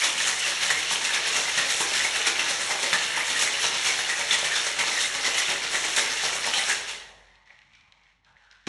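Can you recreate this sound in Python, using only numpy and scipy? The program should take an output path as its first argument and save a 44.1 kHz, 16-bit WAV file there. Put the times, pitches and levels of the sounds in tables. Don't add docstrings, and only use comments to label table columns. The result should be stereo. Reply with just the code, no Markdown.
import sys
import numpy as np
from scipy import signal
from scipy.fft import rfft, irfft, next_fast_len
from scipy.io import wavfile

SR = 44100
rng = np.random.default_rng(int(sys.argv[2]) if len(sys.argv) > 2 else 0)


def to_wav(s):
    ch = np.atleast_2d(s).T
    pcm = np.round(np.clip(ch, -1, 1) * 32767)
    wavfile.write(sys.argv[1], SR, pcm.astype(np.int16))


N = 383135

# high_wall_db, chips_db, thud_db
LANDINGS = [(0.045, -27.5, 0, 12.5, 1), (0.208, -33, 2.5, 15, -1), (0.28, -30.5, -3.5, 14, 2.5),
            (0.393, -37.5, 0.5, 17.5, -9), (0.472, -30, -1, 12.5, 2), (0.632, -30.5, 3, 12.5, 1),
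            (0.709, -30.5, -3.5, 9.5, 3.5), (0.796, -38, 4.5, 17.5, 4.5), (0.92, -35, 5.5, 17, 9.5),
            (1.048, -32.5, 1, 13, 1), (1.149, -29, -3.5, 9.5, 3), (1.273, -36.5, 7.5, 16, 8.5),
            (1.363, -32.5, 2.5, 16, 9.5), (1.491, -31.5, -2.5, 12, -1), (1.587, -31.5, 3.5, 13, 6.5),
            (1.707, -32.5, 2, 14, -2.5), (1.81, -33, 1, 16, 5), (1.954, -28, -0.5, 9, -7.5),
            (2.046, -34, 1, 15, 4), (2.162, -31, 0, 13, 4), (2.27, -31, 0, 9.5, 3.5),
            (2.398, -32, 1.5, 11.5, 4), (2.498, -31, 0, 12.5, 3.5), (2.613, -35, 0.5, 13.5, 4),
            (2.713, -31.5, -3, 12, 8.5), (2.836, -37.5, 6.5, 18, 8), (2.936, -30, 0.5, 10, 3.5),
            (3.027, -32.5, 1, 11, 1), (3.171, -28, -5, 10, 1), (3.305, -33, 2.5, 12.5, 5),
            (3.42, -31.5, 2.5, 16.5, 5.5), (3.533, -35.5, 1, 11.5, 2), (3.64, -31, 2.5, 14, 4),
            (3.749, -33, -0.5, 12, 5), (3.871, -30, 2.5, 13.5, 3.5), (3.995, -33, 1.5, 11, 5),
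            (4.097, -30, -7, 9.5, -1.5), (4.195, -36, 1, 12, 8), (4.319, -29.5, 0.5, 11.5, 4.5),
            (4.452, -34, 3.5, 14, 3.5), (4.563, -32, -0.5, 14, 1), (4.669, -32, -3.5, 11, -1.5),
            (4.798, -33, 0.5, 9, 7.5), (4.881, -34, 2, 14, 8), (5.009, -34.5, 3.5, 18.5, -1),
            (5.146, -32, -6.5, 7.5, 5.5), (5.262, -32.5, 1, 15, 7), (5.385, -31.5, 2.5, 13.5, 1.5),
            (5.502, -30, 0, 12.5, 5.5), (5.639, -33, -3, 10, 0), (5.745, -31, -2, 12, 4),
            (5.85, -38, 6.5, 17, 12), (5.985, -30.5, 0.5, 15.5, 5.5), (6.119, -32.5, -3, 10, -1.5),
            (6.245, -32, 2, 14.5, 7), (6.352, -36, -2, 13, 8), (6.462, -34, 1.5, 12.5, 6.5),
            (6.578, -34.5, 4.5, 14.5, 6), (6.699, -29, -4, 10.5, -2), (6.767, -54.5, 14, -2, 0),
            (6.895, -44.5, 8, 12.5, 9)]
RISE_S, FALL_S, SLIDE_S = 0.0096, 0.026, 0.079
# mode_hz, level_db, t60_s
WALL_MODES = [(1350, -4, .02), (1660, -2, .015), (1790, 0, .015), (1920, 0, .015), (2080, 0, .018),
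              (2250, 0, .016), (2450, -2, .015), (2750, 0, .016), (2920, 0, .016), (3120, -2, .014),
              (3500, 0, .015), (3700, -1, .013), (4000, -2, .012), (4400, -3, .011), (5400, -2, .009),
              (5850, -2, .009), (6800, -3, .008)]
# mode_hz, level_db, t60_s
END_MODES = [(546, 3.5, .04), (624, 5.5, 0.015), (788, 7.5, 0.051), (900, 0, 0.057), (973, 1.5, 0.02),
             (1100, 1.5, 0.049)]
# start_s, level_db, pitch_hz (rings most), crack_db (over level_db)
BLOWS = [(0.034, -15, 5610, -8), (0.1787, -10, 2910, 1.5), (0.2094, -23, 1775, -10.5),
         (0.274, -1, 6780, -10.5), (0.4034, -18, 2920, -3), (0.441, -9, 2700, -6), (0.452, -20, 2900, -9.5),
         (0.4626, -21.5, 2880, -8), (0.61, -14, 3000, -4), (0.633, -12, 1830, -11),
         (0.653, -15.5, 1780, -14), (0.6, -22, 2330, -9.5), (0.703, -0.5, 1876, -6.5),
         (0.7724, -19, 2100, -14), (0.8829, -15, 2810, -4), (0.83, -8, 2880, -8), (0.9114, -6, 5270, -9),
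         (1.014, -12.5, 2220, -4), (1.0505, -8, 2730, -7.5), (1.092, -7, 1770, -19),
         (1.137, -5, 3780, -5.5), (1.2511, -28, 1795, -4.5), (1.3317, -16.5, 2810, -15.5),
         (1.3563, -10, 2070, -3.5), (1.576, -7.5, 1746, 1), (1.593, -7.5, 1780, -4.5),
         (1.618, -23, 1910, -4), (1.6561, -7.5, 2440, -5), (1.6906, -8, 2100, -8), (1.8035, -17, 1860, 6.5),
         (1.932, -11, 1900, -2), (1.96, -16.5, 1730, -10.5), (2.0004, -5, 1920, -22.5),
         (2.046, -8, 2200, -13), (2.2144, -7, 2930, -10), (2.2563, -10, 1930, -11.5),
         (2.2682, -5.5, 2320, 5), (2.276, -13, 2400, -11.5), (2.3221, -11.5, 2310, -11.5),
         (2.393, -9, 2750, -8), (2.408, -11.5, 2730, -16), (2.5032, -13.5, 2640, -8.5),
         (2.7072, -14, 2120, -1), (2.7901, -9, 2180, -10), (2.841, -9.5, 1920, -12),
         (2.9301, 7, 1740, -13.5), (2.931, -15, 3650, -19), (2.937, -11, 1840, -14), (2.954, -10, 1940, -4),
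         (2.983, -13, 1790, -10.5), (3.021, -14, 2110, -10), (3.1592, -19, 2210, -14),
         (3.364, -17.5, 1860, -11), (3.3924, -4, 3870, -1), (3.4086, -11, 5450, -10.5),
         (3.4417, -8.5, 2280, -14.5), (3.475, -2.5, 2100, -13), (3.626, -21, 2860, 6),
         (3.6406, -17, 3100, -7.5), (3.7638, -11.5, 2750, -10), (3.8467, -12, 2340, 0),
         (3.8801, -15, 2330, -14), (3.9038, -8, 2170, -12), (4.0992, -9.5, 1924, -9),
         (4.1789, -12.5, 1920, -5), (4.2118, -4, 2320, -10), (4.307, -19, 1990, -10),
         (4.3102, 0, 3470, -18), (4.329, 0.5, 3300, -3.5), (4.338, -11.5, 3500, -3.5),
         (4.345, -8, 2030, -19), (4.386, -13, 2300, 2.5), (4.4644, -7, 2520, -13.5),
         (4.5131, -7, 1800, -12.5), (4.557, -13.5, 3670, -15), (4.6034, -16, 3610, -10),
         (4.6423, -12, 2850, 0.5), (4.7745, -12, 2780, -12), (4.7895, -10, 2140, 5), (4.808, -1, 2190, -6),
         (4.833, -20, 2200, -12), (4.873, -6.5, 5400, -15), (4.939, -5.5, 3900, -7.5),
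         (4.978, -11, 2000, -11), (5.012, -15, 3740, -12), (5.03, -16.5, 3700, -13), (5.046, -8, 2130, -16),
         (5.1494, -7.5, 2830, -4), (5.2448, -15, 2060, -2.5), (5.3317, -18, 2900, -11.5),
         (5.3453, -11, 2160, -3), (5.3797, -4.5, 2040, -11.5), (5.493, -6, 2010, -11),
         (5.6446, -13.5, 2720, -8.5), (5.7074, -24, 3660, -7.5), (5.7374, -20, 1886, -11.5),
         (5.7528, -9, 1980, -5), (5.8404, -5.5, 2190, -17), (5.9634, -6.5, 2170, 5),
         (5.98, -2.5, 3820, -18), (6.1764, -15.5, 2760, -7), (6.238, -7, 4100, -13.5),
         (6.3294, -4.5, 2190, -15), (6.4656, -7, 1880, -2), (6.537, -2, 3120, -5), (6.5934, -21, 2020, -6),
         (6.6906, -2, 1580, -10.5), (6.8753, -25, 2084, 6), (6.8923, -15, 3420, -3.5),
         (6.9092, -13.5, 3400, -4.5), (6.948, -21.5, 2090, -8), (7.08, -31, 1940, -17),
         (7.105, -36, 2180, -16)]
BOUNCE_S, BOUNCE_DB = 0.018, -13
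# start_s, length_s, level_db, pitch_hz
CHATTER = [(0.006, 0.045, -37.5, 3130), (0.006, 0.038, -40, 1680), (0.006, 0.097, -34.5, 2910.0),
           (0.026, 0.035, -29, 3790.0), (0.191, 0.036, -36, 3970), (0.196, 0.022, -27, 1810.0),
           (0.232, 0.06, -31, 3070), (0.395, 0.1, -31.5, 2850), (0.623, 0.045, -30.5, 1850),
           (0.694, 0.021, -24.5, 1886), (0.736, 0.047, -29, 2090), (0.849, 0.042, -35, 2740),
           (1.093, 0.09, -33, 1690), (1.126, 0.022, -28, 3680), (1.243, 0.029, -28, 1800),
           (1.323, 0.046, -30.5, 2760), (1.35, 0.046, -34, 2750), (1.446, 0.052, -30, 2030),
           (1.574, 0.024, -24.5, 1810), (1.798, 0.069, -38.5, 1920), (1.926, 0.092, -34.5, 1720),
           (1.99, 0.076, -32.5, 1880), (2.026, 0.028, -30.5, 2800), (2.039, 0.036, -29, 2200.0),
           (2.13, 0.054, -30, 2690), (2.206, 0.075, -41, 2950), (2.254, 0.025, -33.5, 3050),
           (2.261, 0.03, -32, 2350), (2.386, 0.032, -29.5, 2050), (2.393, 0.029, -28, 2780),
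           (2.454, 0.046, -31.5, 1710), (2.695, 0.044, -33, 2110.0), (2.848, 0.068, -33, 2070),
           (2.922, 0.012, -20, 3570), (2.922, 0.017, -20.5, 1770), (2.957, 0.045, -39, 1770),
           (3.089, 0.079, -34, 2920), (3.158, 0.036, -34, 2240.0), (3.353, 0.025, -27.5, 1860),
           (3.406, 0.14, -34.5, 2060), (3.531, 0.024, -26, 2880), (3.564, 0.067, -31.5, 1940.0),
           (3.633, 0.041, -29.5, 3890), (3.634, 0.036, -32, 3120), (3.88, 0.052, -28, 2220.0),
           (4.038, 0.03, -28, 2890), (4.094, 0.05, -28, 1930), (4.301, 0.028, -21, 3570),
           (4.311, 0.04, -32, 2870), (4.314, 0.061, -29, 1940), (4.436, 0.1, -36, 1810.0),
           (4.449, 0.034, -30, 2350.0), (4.503, 0.034, -28, 1835), (4.529, 0.077, -31, 1650),
           (4.548, 0.025, -25, 3540), (4.573, 0.047, -29, 3650), (4.793, 0.038, -28, 2150),
           (4.906, 0.04, -29.5, 2050.0), (4.941, 0.12, -33, 3940.0), (4.948, 0.052, -27.5, 1890),
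           (4.998, 0.069, -28, 3700), (5.037, 0.024, -25, 2120), (5.237, 0.037, -26.5, 2020),
           (5.336, 0.054, -30, 2930.0), (5.39, 0.034, -28, 1960.0), (5.741, 0.059, -33, 2030),
           (5.958, 0.061, -31, 3800), (5.966, 0.031, -32.5, 1770.0), (5.992, 0.11, -32.5, 2110.0),
           (6.166, 0.027, -27.5, 2800), (6.173, 0.058, -32.5, 1800), (6.526, 0.038, -30, 3110),
           (6.559, 0.024, -27, 4130.0), (6.574, 0.046, -29, 1990), (6.685, 0.052, -25, 1660)]
CHATTER_RISE_S, CHATTER_T60_S = 0.01, 0.03
# start_s, level_db, pitch_hz (rings most)
KNOCKS = [(0.042, -25, 1070), (0.275, -38, 940), (0.708, -23, 1100), (0.912, -17.5, 940), (1.017, -36, 931),
          (1.133, -34, 1050), (1.358, -35.5, 929), (1.577, -40, 988), (1.661, -29, 543), (1.808, -16, 870),
          (1.919, -26.5, 620), (2.05, -21.5, 930), (2.16, -32, 525), (2.272, -24.5, 560), (2.71, -21, 940),
          (2.834, -23.5, 549), (2.947, -25.5, 982), (3.174, -21, 900), (3.423, -26, 479), (3.641, -30, 982),
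          (3.722, -25.5, 824), (3.889, -35, 896), (4.336, -29, 880), (4.43, -20, 607), (4.668, -22, 602),
          (4.798, -23.5, 930), (5.28, -18, 519), (5.353, -29, 620), (5.99, -23.5, 887), (6.234, -30, 767),
          (6.355, -29, 610), (6.475, -17, 940), (6.571, -28, 820), (6.698, -26.5, 920)]
# start_s, level_db (before make-up gain), pitch_hz
SLAMS = [(0.034, -38, 377), (0.159, -34, 161), (0.914, -32.5, 172), (1.132, -44, 221), (1.485, -37.5, 304),
         (1.576, -31.5, 299), (1.702, -44, 320), (1.806, -24, 361), (1.901, -39, 318), (2.267, -42, 354),
         (2.707, -33.5, 380), (2.81, -46, 350), (2.93, -35.5, 299), (3.163, -41, 365), (3.602, -43, 223),
         (3.713, -44, 293), (3.873, -40.5, 382), (4.315, -36, 342), (4.793, -40.5, 310), (5.048, -38, 293),
         (5.151, -44, 301), (5.252, -37.5, 380), (5.473, -42, 328), (5.74, -43, 336), (5.83, -42, 323),
         (5.986, -39, 383), (6.114, -38, 312), (6.25, -33.5, 350), (6.517, -45, 350), (6.69, -34, 355)]
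SLAM_T60_S, SLAM_CONTACT_HZ = 0.025, 300
# time_s, rustle_db, resonance_hz
SETTLE = [(7.0, -49, 1902), (7.09, -49, 1850), (7.13, -64, 1910), (7.25, -58, 1900), (7.36, -60.5, 1950),
          (7.45, -65, 2010), (7.475, -57, 2097), (7.53, -57, 1960), (7.635, -60, 2040), (7.655, -61, 2000),
          (7.69, -63, 2200), (7.75, -56, 2364), (7.9, -65, 2266), (8.1, -61.5, 2137), (8.23, -77, 2016),
          (8.27, -59, 1500), (8.35, -65, 1543), (8.37, -60.5, 1900), (8.44, -59, 1545), (8.5, -62, 1550),
          (8.52, -54, 1600), (8.57, -58, 1500), (8.59, -62, 1600), (8.69, -59, 1850)]
# time_s, slosh_db, resonance_hz
DRAIN = [(7.0, -46.5, 790), (7.08, -54, 710), (7.11, -46, 715), (7.14, -54, 740), (7.25, -59, 750),
         (7.33, -62, 900), (7.42, -63, 1000), (7.47, -64, 880), (7.51, -54.5, 800), (7.58, -74, 900),
         (7.85, -61, 1000), (7.97, -62, 950), (8.2, -76, 904), (8.3, -58, 852), (8.38, -66, 900),
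         (8.46, -61, 900), (8.56, -72, 950), (8.69, -78, 900)]
# start_s, low_db, bright_db, bright_hz
TICKS = [(7.355, -50, -42, 3300), (7.4016, -55, -56, 3500), (7.459, -56, -48, 4500),
         (7.4744, -47, -46, 3700), (7.5044, -35, -50, 3500), (7.5897, -46, -39, 3300),
         (7.6174, -44, -40, 3500), (7.735, -50, -40, 4000), (7.7518, -54, -40, 4200),
         (7.8094, -58, -42, 3900), (7.849, -55, -56, 3300), (7.9226, -43, -34.5, 4100),
         (8.036, -59, -44, 3980), (8.0666, -50, -52, 2900), (8.2474, -62, -44, 3780),
         (8.257, -60, -50, 3200), (8.3664, -43, -55, 2200), (8.414, -49, -58, 2200),
         (8.5122, -48, -35, 4170), (8.5264, -46, -40, 3700), (8.613, -56, -51, 3500)]
# start_s, crack_db, thump_db, thump_hz, ends_db
SLAP = [(8.668, -20, -36, 300, -45), (8.673, -26, 1, 285, -24.5)]
# frequency_hz, t60_s, strength_db
KITCHEN = [(100, 0.42, -10), (497, 0.76, 11.5), (1500, 1, 1.5), (4100, 0.61, -0.5), (12100, 0.72, -4.5)]
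KITCHEN_DB = -3.5
# frequency_hz, gain_db
SUM_COLOUR = [(35, -50), (60, -22.5), (75, -19.5), (163, -13.5), (265, -18), (540, -9.5), (720, -10),
              (900, -7.5), (1070, -8), (1800, -3), (2550, -4), (3640, -4), (5790, -5), (10300, -12.5),
              (12500, -15)]
# frequency_hz, gain_db (before DIFFERENCE_DB)
DIFFERENCE_COLOUR = [(59, -63), (100, -32), (267, -30), (497, -18.5), (743, -12), (1350, -8.5), (1660, -17),
                     (2790, 0), (3410, -8), (4790, -2), (5400, -9.5), (6740, -6), (9860, -3), (12000, -8),
                     (16000, -2.5)]
# frequency_hz, lead_radians
LEAD = [(125, 1.9), (250, 2.4), (500, 3), (1000, 1.55), (2000, 1.72), (4000, 1.57)]
DIFFERENCE_DB, ECHO_APART_DB = -5.5, 3
NOTCH_HZ, NOTCH_WIDTH_HZ, NOTCH_DEPTH = 4800, 263, 0.72
SUM_TOP_HZ = 11340
# time_s, hum_db, rumble_db
HUM = [(0.0, -65, -61), (6.85, -62.5, -63.5), (7.3, -64, -71), (7.5, -72, -70.5), (7.9, -75, -73),
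       (8.69, -73, -76)]
HUM_HZ = 48
CUTOFF_HZ = 15750


def from_db(db):
    return 10 ** (np.asarray(db) / 20)


def rms_one(x):
    return x / np.sqrt(np.mean(x ** 2) + 1e-20)


def in_time(rows):
    s, *columns = np.transpose(rows)
    return [np.interp(np.arange(N) / SR, s, column) for column in columns]


def at_hz(points, hz, axis=1):
    return np.interp(np.log(hz), np.log(np.array(points)[:, 0]), np.array(points)[:, axis])


def wander(steps_per_s, count):
    return np.interp(np.arange(N) / SR * steps_per_s, np.arange(count), rng.standard_normal(count))


def band(x, low_hz, high_hz):
    return signal.sosfilt(signal.butter(2, [low_hz, high_hz], "band", fs=SR, output="sos"), x)


def ring(clicks, hz, t60):
    r, w = from_db(-60 / (t60 * SR)), 2 * np.pi * hz / SR
    return signal.lfilter([0, np.sin(w)], [1, -2 * r * np.cos(w), r * r], clicks + 1e-18)


def contacts(per_s, spread_db):
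    sizes = from_db(spread_db * np.minimum(rng.exponential(1, N), 5))
    signs = rng.choice([-1, 1], N)
    return sizes * signs * (rng.random(N) < per_s / SR)


def dealt_to(clicks, modes, patchy_db, changes_per_s):
    dealt = rng.integers(0, len(modes), N)
    out = np.zeros(N)
    for k, (hz, db, t60) in enumerate(modes):
        favour = from_db(patchy_db * wander(changes_per_s, 400))
        out += from_db(db) / np.sqrt(t60) * ring(clicks * (dealt == k) * favour, hz, t60)
    return rms_one(out)


def bursts(times, levels_db, bands_hz, decay_s):
    out, t = np.zeros(N + SR), np.arange(SR // 10) / SR
    noise = rng.standard_normal((len(times), len(t))) * np.exp(-t / decay_s)
    noise[:, 0] = 4.7
    for s, db, (low_hz, high_hz), puff in zip(times, levels_db, bands_hz, noise):
        puff = band(puff, low_hz, high_hz)
        out[round(s * SR):][:len(t)] += from_db(db) * puff / np.max(np.abs(puff))
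    return out[:N]


def shake():
    _, low_db, high_db, chips_db, thud_db = np.transpose(LANDINGS)
    low_wall = wall(WALL_MODES[:7], 1045, 2830, scuff_db=-1.0)
    high_wall = wall(WALL_MODES[7:14], 2200, 5400, scuff_db=3.5)
    chip_modes = [(hz, 0, 11.3 / hz) for hz in np.geomspace(4800, 16500, 12)]
    chips = dealt_to(contacts(per_s=7000, spread_db=0.5), chip_modes, patchy_db=3.5, changes_per_s=18)
    thud = rms_one(band(contacts(per_s=1500, spread_db=3.5), 110, 1480))
    ends = dealt_to(contacts(per_s=180, spread_db=3.5), END_MODES, patchy_db=2.0, changes_per_s=9)
    thud = thud + from_db(-11) * ends
    return (landings(low_db, slide_db=-3.0) * low_wall
            + landings(low_db + high_db, slide_db=-3.5) * high_wall
            + landings(low_db + chips_db, slide_db=-7.0) * chips
            + landings(low_db + thud_db, slide_db=-24.0) * thud)


def wall(modes, low_hz, high_hz, scuff_db):
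    rung = dealt_to(contacts(per_s=700, spread_db=3.0), modes, patchy_db=2.0, changes_per_s=25)
    scuff = rms_one(band(contacts(per_s=1200, spread_db=1.5), low_hz, high_hz))
    return rung + from_db(scuff_db) * scuff


def landings(levels_db, slide_db):
    t = np.arange(0, N, 64) / SR
    late = t - np.array(LANDINGS)[:, :1]
    swell = np.exp(np.minimum(late / RISE_S, -late / FALL_S))
    slide = np.exp(-(late / SLIDE_S) ** 2)
    power = from_db(2 * levels_db) @ (swell + from_db(2 * slide_db) * slide)
    return np.interp(np.arange(N) / SR, t, np.sqrt(power))


def blows(reach_octaves, crack_s, mode_share_db):
    s, db, pitch, crack_db = np.transpose(BLOWS)
    at, out = np.round(s * SR).astype(int), np.zeros(N)
    octaves_off = np.log2(np.array(WALL_MODES)[:, 0] / pitch[:, None])
    near = np.exp(-(octaves_off / reach_octaves) ** 2) + 0.039
    strengths = from_db(db + mode_share_db)[:, None] * near * from_db(rng.normal(0, 0.37, near.shape))
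    bounces = from_db(BOUNCE_DB) * contacts(per_s=970, spread_db=3.0)
    for k, ((hz, mode_db, t60), strength) in enumerate(zip(WALL_MODES, strengths.T)):
        clicks = np.zeros(N)
        clicks[at] = from_db(mode_db) * strength
        dying = signal.lfilter([1], [1, -np.exp(-1 / (BOUNCE_S * SR))], clicks + 1e-18)
        out += ring(clicks + dying * np.roll(bounces, 997 * k), hz, t60)
    return out + bursts(s, db + crack_db, [(1000, 11700)] * len(s), crack_s)


def chatter():
    out, t = np.zeros(N + SR), np.arange(SR // 5) / SR
    for s, length, db, hz in CHATTER:
        touches = rng.standard_normal(len(t)) * (rng.random(len(t)) < 1000 / SR)
        swell = np.clip(t / CHATTER_RISE_S, 0, 1) ** 2
        run = swell * (t < length) * np.exp(-0.35 * t / length)
        sure_touch = 2.2 * (t == t[SR // 120])
        rung = ring(touches * run + sure_touch, hz, CHATTER_T60_S)
        out[round(s * SR):][:len(t)] += from_db(db) * rung / np.sqrt(np.sum(rung ** 2) / (length * SR))
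    return out[:N]


def knocks(reach_octaves, gain_db):
    s, db, pitch = np.transpose(KNOCKS)
    out = np.zeros(N)
    for hz, mode_db, t60 in END_MODES:
        near = np.exp(-(np.log2(hz / pitch) / reach_octaves) ** 2) + 0.11
        clicks = np.zeros(N)
        clicks[np.round(s * SR).astype(int)] = from_db(db + mode_db + gain_db) * near
        out += ring(clicks, hz, t60)
    return out


def slams():
    out, t = np.zeros(N + SR), np.arange(SR // 5) / SR
    soften = signal.butter(2, SLAM_CONTACT_HZ, fs=SR, output="sos")
    for s, db, hz in SLAMS:
        thump = signal.sosfilt(soften, ring(t == 0, hz, SLAM_T60_S))
        out[round(s * SR):][:len(t)] += from_db(db + 13.5) * thump
    return out[:N]


def settle():
    still = np.arange(N) >= SETTLE[0][0] * SR
    rustle = sliding(SETTLE, width_hz=460, spread_db=4.5)
    bright = from_db(in_time(SETTLE)[0]) * rms_one(band(contacts(per_s=2800, spread_db=2.5), 860, 4460))
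    slosh = sliding(DRAIN, width_hz=610, spread_db=3.0)
    return still * (rustle + bright + slosh)


def sliding(rows, width_hz, spread_db):
    level_db, hz = in_time(rows)
    pole = np.exp(-np.pi * width_hz / SR)
    grains = [contacts(2500, spread_db), contacts(2500, spread_db)]
    slow = signal.lfilter([1], [1, -2 * pole, pole ** 2], grains)
    phase = 2 * np.pi * np.cumsum(hz) / SR
    return from_db(level_db) * rms_one(slow[0] * np.cos(phase) + slow[1] * np.sin(phase))


def ticks():
    s, low_db, bright_db, bright_hz = np.transpose(TICKS)
    hz = in_time(SETTLE)[1][(s * SR).astype(int)]
    knock = bursts(s, low_db, hz[:, None] * [.85, 1.18], decay_s=0.0049)
    return knock + bursts(s, bright_db, bright_hz[:, None] * [.72, 1.3], decay_s=0.0023)


def slap():
    out, t = np.zeros(N + SR), np.arange(SR // 8) / SR
    for s, crack_db, thump_db, hz, ends_db in SLAP:
        crack = from_db(crack_db) * band(rng.standard_normal(len(t)), 1300, 5900) * np.exp(-t / 0.017)
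        swell = t / 0.00173 * np.exp(-t / 0.00173)
        thump = from_db(thump_db) * np.sin(2 * np.pi * hz * t) * swell
        ends = from_db(ends_db) * sum(ring(t == 0, mode_hz, t60) for mode_hz, _, t60 in END_MODES[2::3])
        out[round(s * SR):][:len(t)] += crack + thump + ends
    return out[:N]


def ports(x, diffuse, swing_per_s):
    size = next_fast_len(N + SR)
    hz = np.maximum(np.arange(size // 2 + 1) * SR / size, 1)
    turn = np.pi * (swing_per_s * np.arange(N) / SR + np.arange(4)[:, None] / 4)
    places = rfft(x * np.cos(turn) ** 2 / 2, size)
    tails = from_db(KITCHEN_DB) * rfft(kitchen(count=8), size).reshape(2, 4, -1)
    direct = rfft(x, size)
    tail, other = np.sum(places * tails, axis=1)

    notch = 1 - NOTCH_DEPTH / (1 + ((hz - NOTCH_HZ) / NOTCH_WIDTH_HZ) ** 2)
    top = from_db(-51.0) + 1 / (1 + (hz / SUM_TOP_HZ) ** 40)
    both = (direct + tail) * notch * top * from_db(at_hz(SUM_COLOUR, hz))

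    lead = np.exp(1j * at_hz(LEAD, hz))
    echoes = np.sqrt(1 - diffuse) * lead * tail + np.sqrt(diffuse) * other
    apart = lead * direct + from_db(ECHO_APART_DB) * echoes
    apart = apart * from_db(at_hz(DIFFERENCE_COLOUR, hz) + DIFFERENCE_DB)

    both, apart = irfft(both, size)[:N], irfft(apart, size)[:N]
    return np.array([both + apart, both - apart])


def kitchen(count):
    t = np.arange(SR) / SR
    tails = np.zeros((count, SR))
    for low in 60 * 2 ** np.arange(0, 8.5):
        noise = band(rng.standard_normal((count, SR)), low, min(2 * low, 19000))
        t60, strength_db = at_hz(KITCHEN, 4.2 * low), at_hz(KITCHEN, 1.73 * low, axis=2)
        tails += noise * from_db(-60 * t / t60 + strength_db)
    tails = tails * np.clip((t - .004) / 0.00027, 0, 1)
    return tails / np.linalg.norm(tails, axis=1, keepdims=True)


def hum():
    hum_db, rumble_db = in_time(HUM)
    waver_db, patches_db = 1.6 * wander(5, 60), 2.2 * wander(12, 120)
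    tone = np.sqrt(2) * np.sin(2 * np.pi * HUM_HZ * np.arange(N) / SR)
    rumble = rms_one(band(band(rng.standard_normal(N), 55, 180), 50, 400))
    return from_db(hum_db + waver_db) * tone + from_db(rumble_db + patches_db) * rumble


def scene():
    hard = blows(reach_octaves=0.053, crack_s=0.022, mode_share_db=-8)
    shaken = shake() + hard + chatter() + knocks(reach_octaves=0.063, gain_db=3.5) + slams()
    tin = shaken + settle() + ticks() + slap()
    return ports(tin, diffuse=0.93, swing_per_s=2.2) + hum()


def record(dry):
    return signal.sosfilt(signal.ellip(12, .5, 75, CUTOFF_HZ, fs=SR, output="sos"), dry)


dry = scene()
out = record(dry)
to_wav(out)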